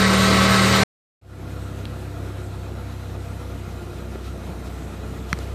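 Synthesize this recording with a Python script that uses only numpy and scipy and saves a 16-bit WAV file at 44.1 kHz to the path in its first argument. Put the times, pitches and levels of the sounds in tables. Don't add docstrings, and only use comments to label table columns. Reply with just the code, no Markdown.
import sys
import numpy as np
from scipy import signal
from scipy.io import wavfile
from scipy.ndimage import uniform_filter1d, map_coordinates

SR = 44100
rng = np.random.default_rng(int(sys.argv[2]) if len(sys.argv) > 2 else 0)


def put_to_file(sound):
    columns = np.atleast_2d(sound).T
    safe = np.clip(columns, -1, 1)
    whole_steps = np.round(safe * 32767)
    wavfile.write(sys.argv[1], SR, whole_steps.astype(np.int16))


def invert_db(level):
    return 10 ** (np.asarray(level, dtype=float) / 20)


N = 244701
CUT_S, START_S, FADE_S = 0.836, 1.214, 0.3


def evened(x):
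    return x / np.sqrt(np.mean(x ** 2) + 1e-20)


def step(at_s, rise_s):
    return np.clip((np.arange(N) / SR - at_s) / rise_s + 0.5, 0, 1)


def wander(hz):
    coarse = np.arange(0, N + 256, 256)
    curve = map_coordinates(rng.standard_normal(400), [coarse / SR * 2 * hz], order=3, mode="wrap")
    return np.interp(np.arange(N), coarse, evened(curve))


def noise(shape, patchy_db):
    hz = np.fft.rfftfreq(2048, 1 / SR)
    shape_hz, shape_db = np.transpose(shape)
    real, imag, patches = rng.standard_normal((N // 512 + 6, 1025, 3)).T
    patches = uniform_filter1d(patches, size=14, axis=0)
    patches = evened(uniform_filter1d(patches, size=7, axis=1))
    colour_db = np.interp(np.log(hz + 1), np.log(shape_hz + 1), shape_db, right=-120)[:, None]
    spectrum = (real + 1j * imag) * invert_db(colour_db + patchy_db * patches)
    return evened(signal.istft(spectrum, nperseg=2048, noverlap=1536)[1][:N])


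def resonate(x, hz, width_hz):
    r = np.exp(-np.pi * width_hz / SR)
    return evened(signal.lfilter([1, 0, -1], [1, -2 * r * np.cos(2 * np.pi * hz / SR), r * r], x))


def ring_modes(x, modes, widen):
    out = np.zeros(N)
    for hz, width_hz, db in modes:
        once = resonate(x, hz, widen * width_hz)
        out += invert_db(db) * resonate(once, hz, widen * width_hz)
    return out


def orders(firings, table, scatter):
    out = np.zeros(N)
    for multiple, db, waver_db in table:
        cycles = multiple * firings + scatter * (rng.random() - 0.5)
        out -= invert_db(db + waver_db * wander(7)) * np.sqrt(2) * np.cos(2 * np.pi * cycles)
    return out


def throb(firings, firing_db, cam_db, lag):
    firing_beat = firing_db * np.cos(2 * np.pi * firings)
    cam_beat = cam_db * np.cos(2 * np.pi * (firings / 4 - lag))
    return evened(invert_db(firing_beat + cam_beat))


# multiple of firing rate, start level/dB, drift/(dB/s), camshaft beat/dB
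GARAGE_MAIN = [(2, -29.5, -1.5, 2), (3, -28, 5.5, 0.99), (5, -18.5, -4, 0.43)]
# multiple of firing rate, level/dB, waver/dB
GARAGE_ORDERS = [(4, -40, 2), (6, -44, 3), (7, -44, 3), (8.5, -43, 3), (10, -38, 3), (11, -34, 1.5),
                 (12, -43, 3), (20, -43, 3), (14.1, -35.5, 1.5), (16.8, -34, 1.5), (29.2, -37, 3),
                 (33, -39, 4), (33.85, -37, 4), (40, -38, 5)]


def garage_tones(firings):
    t = np.arange(N) / SR
    cam = np.cos(2 * np.pi * (firings / 4 - 0.92))
    main = [(k, db + drift * t + beat_db * cam, 0.6) for k, db, drift, beat_db in GARAGE_MAIN]
    locked = firings + 0.27
    exhaust = orders(locked, main[:2], scatter=0) - orders(locked, main[2:], scatter=0)
    return exhaust + orders(firings, GARAGE_ORDERS, scatter=0.64)


# f/Hz, level/dB per Hz
CLATTER = [(18, -46), (40, -23.5), (91, -14.5), (148, -18), (246, -14), (418, -12.5), (929, -17),
           (1300, -17), (2060, -16), (3000, -20.5), (3900, -18), (5500, -24.5), (9700, -28), (14700, -20)]
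# f/Hz, width/Hz, level/dB
BLOCK = [(440, 54, -0.5), (1104, 60, 4), (1305, 41, 3.5), (1550, 33, -3), (1757, 40, -5.5), (1946, 26, 0),
         (2134, 52, 2), (2270, 70, -4.5), (2580, 31, -8.5), (2964, 15, -7.5), (3847, 47, -2),
         (4230, 110, -5), (4460, 330, -3)]


def garage_clatter(firings):
    tap_rate_hz = 6000
    taps = invert_db(1.7 * rng.exponential(1, N)) * (rng.random(N) < tap_rate_hz / SR) * rng.standard_normal(N)
    rings = evened(ring_modes(taps, BLOCK, widen=2))
    clatter = invert_db(-1.5) * noise(CLATTER, 1.4) + invert_db(-3.5) * rings
    level_db = -19.5 + 2 * np.arange(N) / SR
    return invert_db(level_db) * throb(firings, 0.24, 0.69, 0.27) * clatter


def garage():
    start_hz, creep_hz_per_s = 38.4, 0.3
    firings = np.cumsum(start_hz + creep_hz_per_s * np.arange(N) / SR) / SR
    return garage_tones(firings) + garage_clatter(firings)


# t/s, firing rate/Hz
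CABIN = [
    (1.4, 33.12),
    (2.2, 32.88),
    (3.1, 32.47),
    (3.7, 32.0),
    (4.3, 31.85),
    (4.8, 31.4),
    (5.5, 31.95),
]


def cabin_rate_hz():
    at_s, rate_hz = np.transpose(CABIN)
    return uniform_filter1d(np.interp(np.arange(N) / SR, at_s, rate_hz), size=16000)


# multiple of firing rate, level/dB, waver/dB
CABIN_ORDERS = [(1, -72.5, 1.5), (5, -49, 1.1), (7, -52, 4.4), (11, -51.5, 3.1), (16.5, -61, 3)]
# multiple of firing rate, level re third/dB, waver/dB
FADING_ORDERS = [(4, -12.5, 2), (9, -16.5, 2)]
# multiple of firing rate, level/dB, waver/dB, 1 = loaded, 0 = unloaded
LOADED_ORDERS = [(14, -50.5, 2.7, 1), (15, -50.5, 2.6, 0)]


def cabin_boom(rate_hz, firings):
    load = step(4.05, 0.091)
    near_db = 3 * step(5.33, 0.03)
    flank_hz, flank_width_hz = 32.15, 0.25
    second_db = -36 + 1.4 * load + near_db
    third_db = -37 + 3 * np.tanh((rate_hz - flank_hz) / flank_width_hz) + near_db
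    boom = orders(firings, [(2, second_db, 0.88), (3, third_db, 0.73)] + CABIN_ORDERS, scatter=0.37)
    fading_db = third_db + 4 * (rate_hz - flank_hz)
    boom += invert_db(fading_db) * orders(firings, FADING_ORDERS, scatter=0.58)
    for multiple, db, waver_db, loaded in LOADED_ORDERS:
        gate = load if loaded else 1 - load
        boom += gate * orders(firings, [(multiple, db, waver_db)], scatter=0.82)
    return boom


def add_at(out, at_s, sound):
    out[round(at_s * SR):][:len(sound)] += sound


# t/s, peak/dB, struck centre f/Hz, spread/octaves
TICKS = [
    (1.856, -11, 2670, 0.13),
    (3.896, -46, 3980, 1),
    (4.158, -39, 2000, 1),
    (5.3291, -9, 1776, 1.66),
    (5.339, -30, 3200, 0.73),
    (5.375, -32, 1800, .6),
]
# f/Hz, level/dB, t60/s
SHELL = [(1320, -6.5, 0.0096), (1695, 6.5, 0.00335), (2050, -8, 0.011), (2830, -23, 0.009),
         (3200, -5.5, 0.006), (4130, -1, 0.0051), (5580, 1.5, 0.0043), (6950, -12, 0.004),
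         (8760, -6, 0.0047), (11100, -3, 0.0028)]


def ticks():
    out, t = np.zeros(N + SR), np.arange(3000) / SR
    small = signal.butter(6, 1050, "high", fs=SR, output="sos")
    onset = 1 - np.exp(-t / 0.00019)
    for at_s, peak_db, centre_hz, spread in TICKS:
        ring = np.zeros(len(t))
        for hz, db, t60_s in SHELL:
            off_centre_db = 9 * abs(np.log2(hz / centre_hz)) / spread
            ring += invert_db(db - off_centre_db - 60 * t / t60_s) * np.sin(2 * np.pi * hz * t)
        add_at(out, at_s, signal.sosfilt(small, invert_db(peak_db + 4.0) * ring * onset))
    return out[:N]


# t/s, level/dB, f/Hz, echo delay/ms
SNAPS = [
    (1.8545, -17.5, 3700, .165),
    (5.3888, -19.5, 6500, .317),
]


def snaps():
    out, t = np.zeros(N + SR), np.arange(3000) / SR
    decay_cycles, echo_gain = 0.61, 0.74
    for at_s, db, hz, echo_ms in SNAPS:
        cycles = [np.maximum(t - delay_s, 0) * hz for delay_s in (0, echo_ms / 1000)]
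        first, echo = (np.sin(2 * np.pi * u) * np.exp(-u / decay_cycles) for u in cycles)
        add_at(out, at_s, invert_db(db) * (first - echo_gain * echo))
    return out[:N]


# t/s, level/dB, f/Hz
THUMPS = [
    (1.8558, -35, 198),
    (4.1557, -18.5, 390),
    (5.3301, -14.5, 164),
    (5.3892, -21, 505),
]


def thumps():
    out, t = np.zeros(N + SR), np.arange(3000) / SR
    onset = 1 - np.exp(-t / 0.00076)
    for at_s, db, hz in THUMPS:
        add_at(out, at_s, 1.4 * invert_db(db - 60 * t * hz / 6) * np.sin(2 * np.pi * hz * t) * onset)
    return out[:N]


# t/s, length/s, f/Hz, width/Hz, level/dB
RUSTLES = [(2.45, 0.079, 7760, 800, -57.5), (4.264, 0.088, 3495, 2000, -51),
           (4.663, 0.047, 5000, 3000, -52), (4.83, 0.23, 7900, 800, -59.5), (5.31, .06, 2500, 3000, -47),
           (5.41, 0.12, 2500, 3000, -49), (1.87, 0.093, 158, 60, -40), (4.493, 0.19, 167, 60, -37),
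           (4.84, 0.45, 159.3, 60, -41), (5.155, 0.39, 144, 60, -40.5), (5.45, 0.25, 299, 250, -41.5)]


def rustles():
    out, t = np.zeros(N), np.arange(N) / SR
    for at_s, length_s, hz, width_hz, db in RUSTLES:
        swell = np.exp(-((t - at_s) / length_s * 2) ** 2)
        out += invert_db(db) * resonate(rng.standard_normal(N), hz, width_hz) * swell
    return out


# f/Hz, width/Hz, level/dB
PANELS = [(352, 51, -54), (688.3, 38, -54.5), (880, 46, -61.5), (1073, 40, -62), (1247, 120, -54.5),
          (1317, 58, -54.5), (1395, 64, -54), (1627, 35, -66.5), (1953, 55, -65.5), (2500, 110, -63),
          (3900, 500, -64), (13600, 30, -78)]


def panel_buzz(firings):
    shake = rng.standard_normal(N) * throb(firings, 2.5, 3.2, 0.24)
    return ring_modes(shake, PANELS, widen=1.02)


# f/Hz, level/dB per Hz
RUMBLE = [(12, -43), (20, -10), (40, -13), (76, -4.5), (143, -4.5), (476, -12), (565, -17.5), (682, -14.5),
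          (809, -27), (1200, -28), (1560, -47), (2640, -120)]


def rumble(firings):
    return invert_db(-39 + 0.71 * wander(4)) * noise(RUMBLE, 1.5) * throb(firings, 0.17, 0.74, 0.28)


# f/Hz, level/dB per Hz
HISS = [(350, -37.5), (600, -4), (800, -6), (1130, -10), (1700, -11.5), (2430, -14.5), (2900, -16),
        (4200, -17), (4500, -21), (8400, -22.5), (9600, -26.5), (11300, -25), (14700, -28.5)]


def vent_hiss():
    return invert_db(-46.5 + 0.6 * wander(12)) * noise(HISS, 1.5)


def cabin():
    rate_hz = cabin_rate_hz()
    firings = np.cumsum(rate_hz) / SR + 1.11
    handling = ticks() + snaps() + thumps() + rustles()
    background = panel_buzz(firings) + rumble(firings) + vent_hiss()
    return cabin_boom(rate_hz, firings) + handling + background


def scene():
    t = np.arange(N) / SR
    cut = np.clip((CUT_S - t) / 0.0023, 0, 1)
    fade = np.clip((t - START_S) / FADE_S + 0.056, 0, 1) * (t > START_S)
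    return (garage() * cut + cabin() * fade)[None]


# f/Hz, single lines in garage/1, patches in cabin/1
SURVIVE = [(3000, 1, 1), (8000, 1, .975), (9400, 1, .95), (9750, .1, .89), (10250, .001, .92),
           (10800, .035, .95), (11400, .06, .95), (12000, .16, .93), (12700, .08, .94), (13600, .03, .91),
           (14200, .003, .88), (14500, .015, .75), (14620, 0, -1)]


def starve(x):
    window = signal.windows.kaiser_bessel_derived(2048, 4 * np.pi)
    hz, t, z = signal.stft(np.pad(x, ((0, 0), (10, 0))), SR, window, nperseg=2048, noverlap=1024)
    bin_hz = hz[:, None]
    share_hz, lines, patches = np.transpose(SURVIVE)
    chance, clump = (np.repeat(rng.random((129, len(t))), 8, axis=0)[:1025] for _ in range(2))
    wide = np.repeat(rng.random((43, len(t) // 2 + 1)), 24, axis=0)
    wide = np.repeat(wide, 2, axis=1)[:1025, :len(t)]
    chance = np.maximum(chance - 0.02, wide - 0.03)
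    clumped = np.interp(hz, share_hz, lines)[:, None] * np.where(bin_hz > 9600, 4 * clump ** 3, 1)
    keep_lines = rng.random(chance.shape) < clumped
    keep_patches = chance < np.interp(hz, share_hz, patches)[:, None]
    keep = np.where(t < START_S, keep_lines, keep_patches)
    power = abs(z[0]) ** 2
    treble = power[hz > 1000].sum(axis=0)
    sudden = (t > START_S) & (treble > 12 * np.median(treble[t > START_S]))
    valley = uniform_filter1d(power, size=6, axis=0) < 0.35 * uniform_filter1d(power, size=70, axis=0)
    keep = keep & ~(sudden & valley & (bin_hz > 3600))
    return signal.istft(z * keep, SR, window, nperseg=2048, noverlap=1024)[1][:, 10:N + 10]


def band_limit(x):
    return signal.sosfilt(signal.butter(12, 14690, fs=SR, output="sos"), x)


def record(dry):
    thin = signal.sosfilt(signal.butter(2, 30, "high", fs=SR, output="sos"), dry)
    t = np.arange(N) / SR
    mix = starve(thin) * ((t < CUT_S) | (t > START_S))
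    return band_limit(mix)


dry = scene()
out = record(dry)
put_to_file(out)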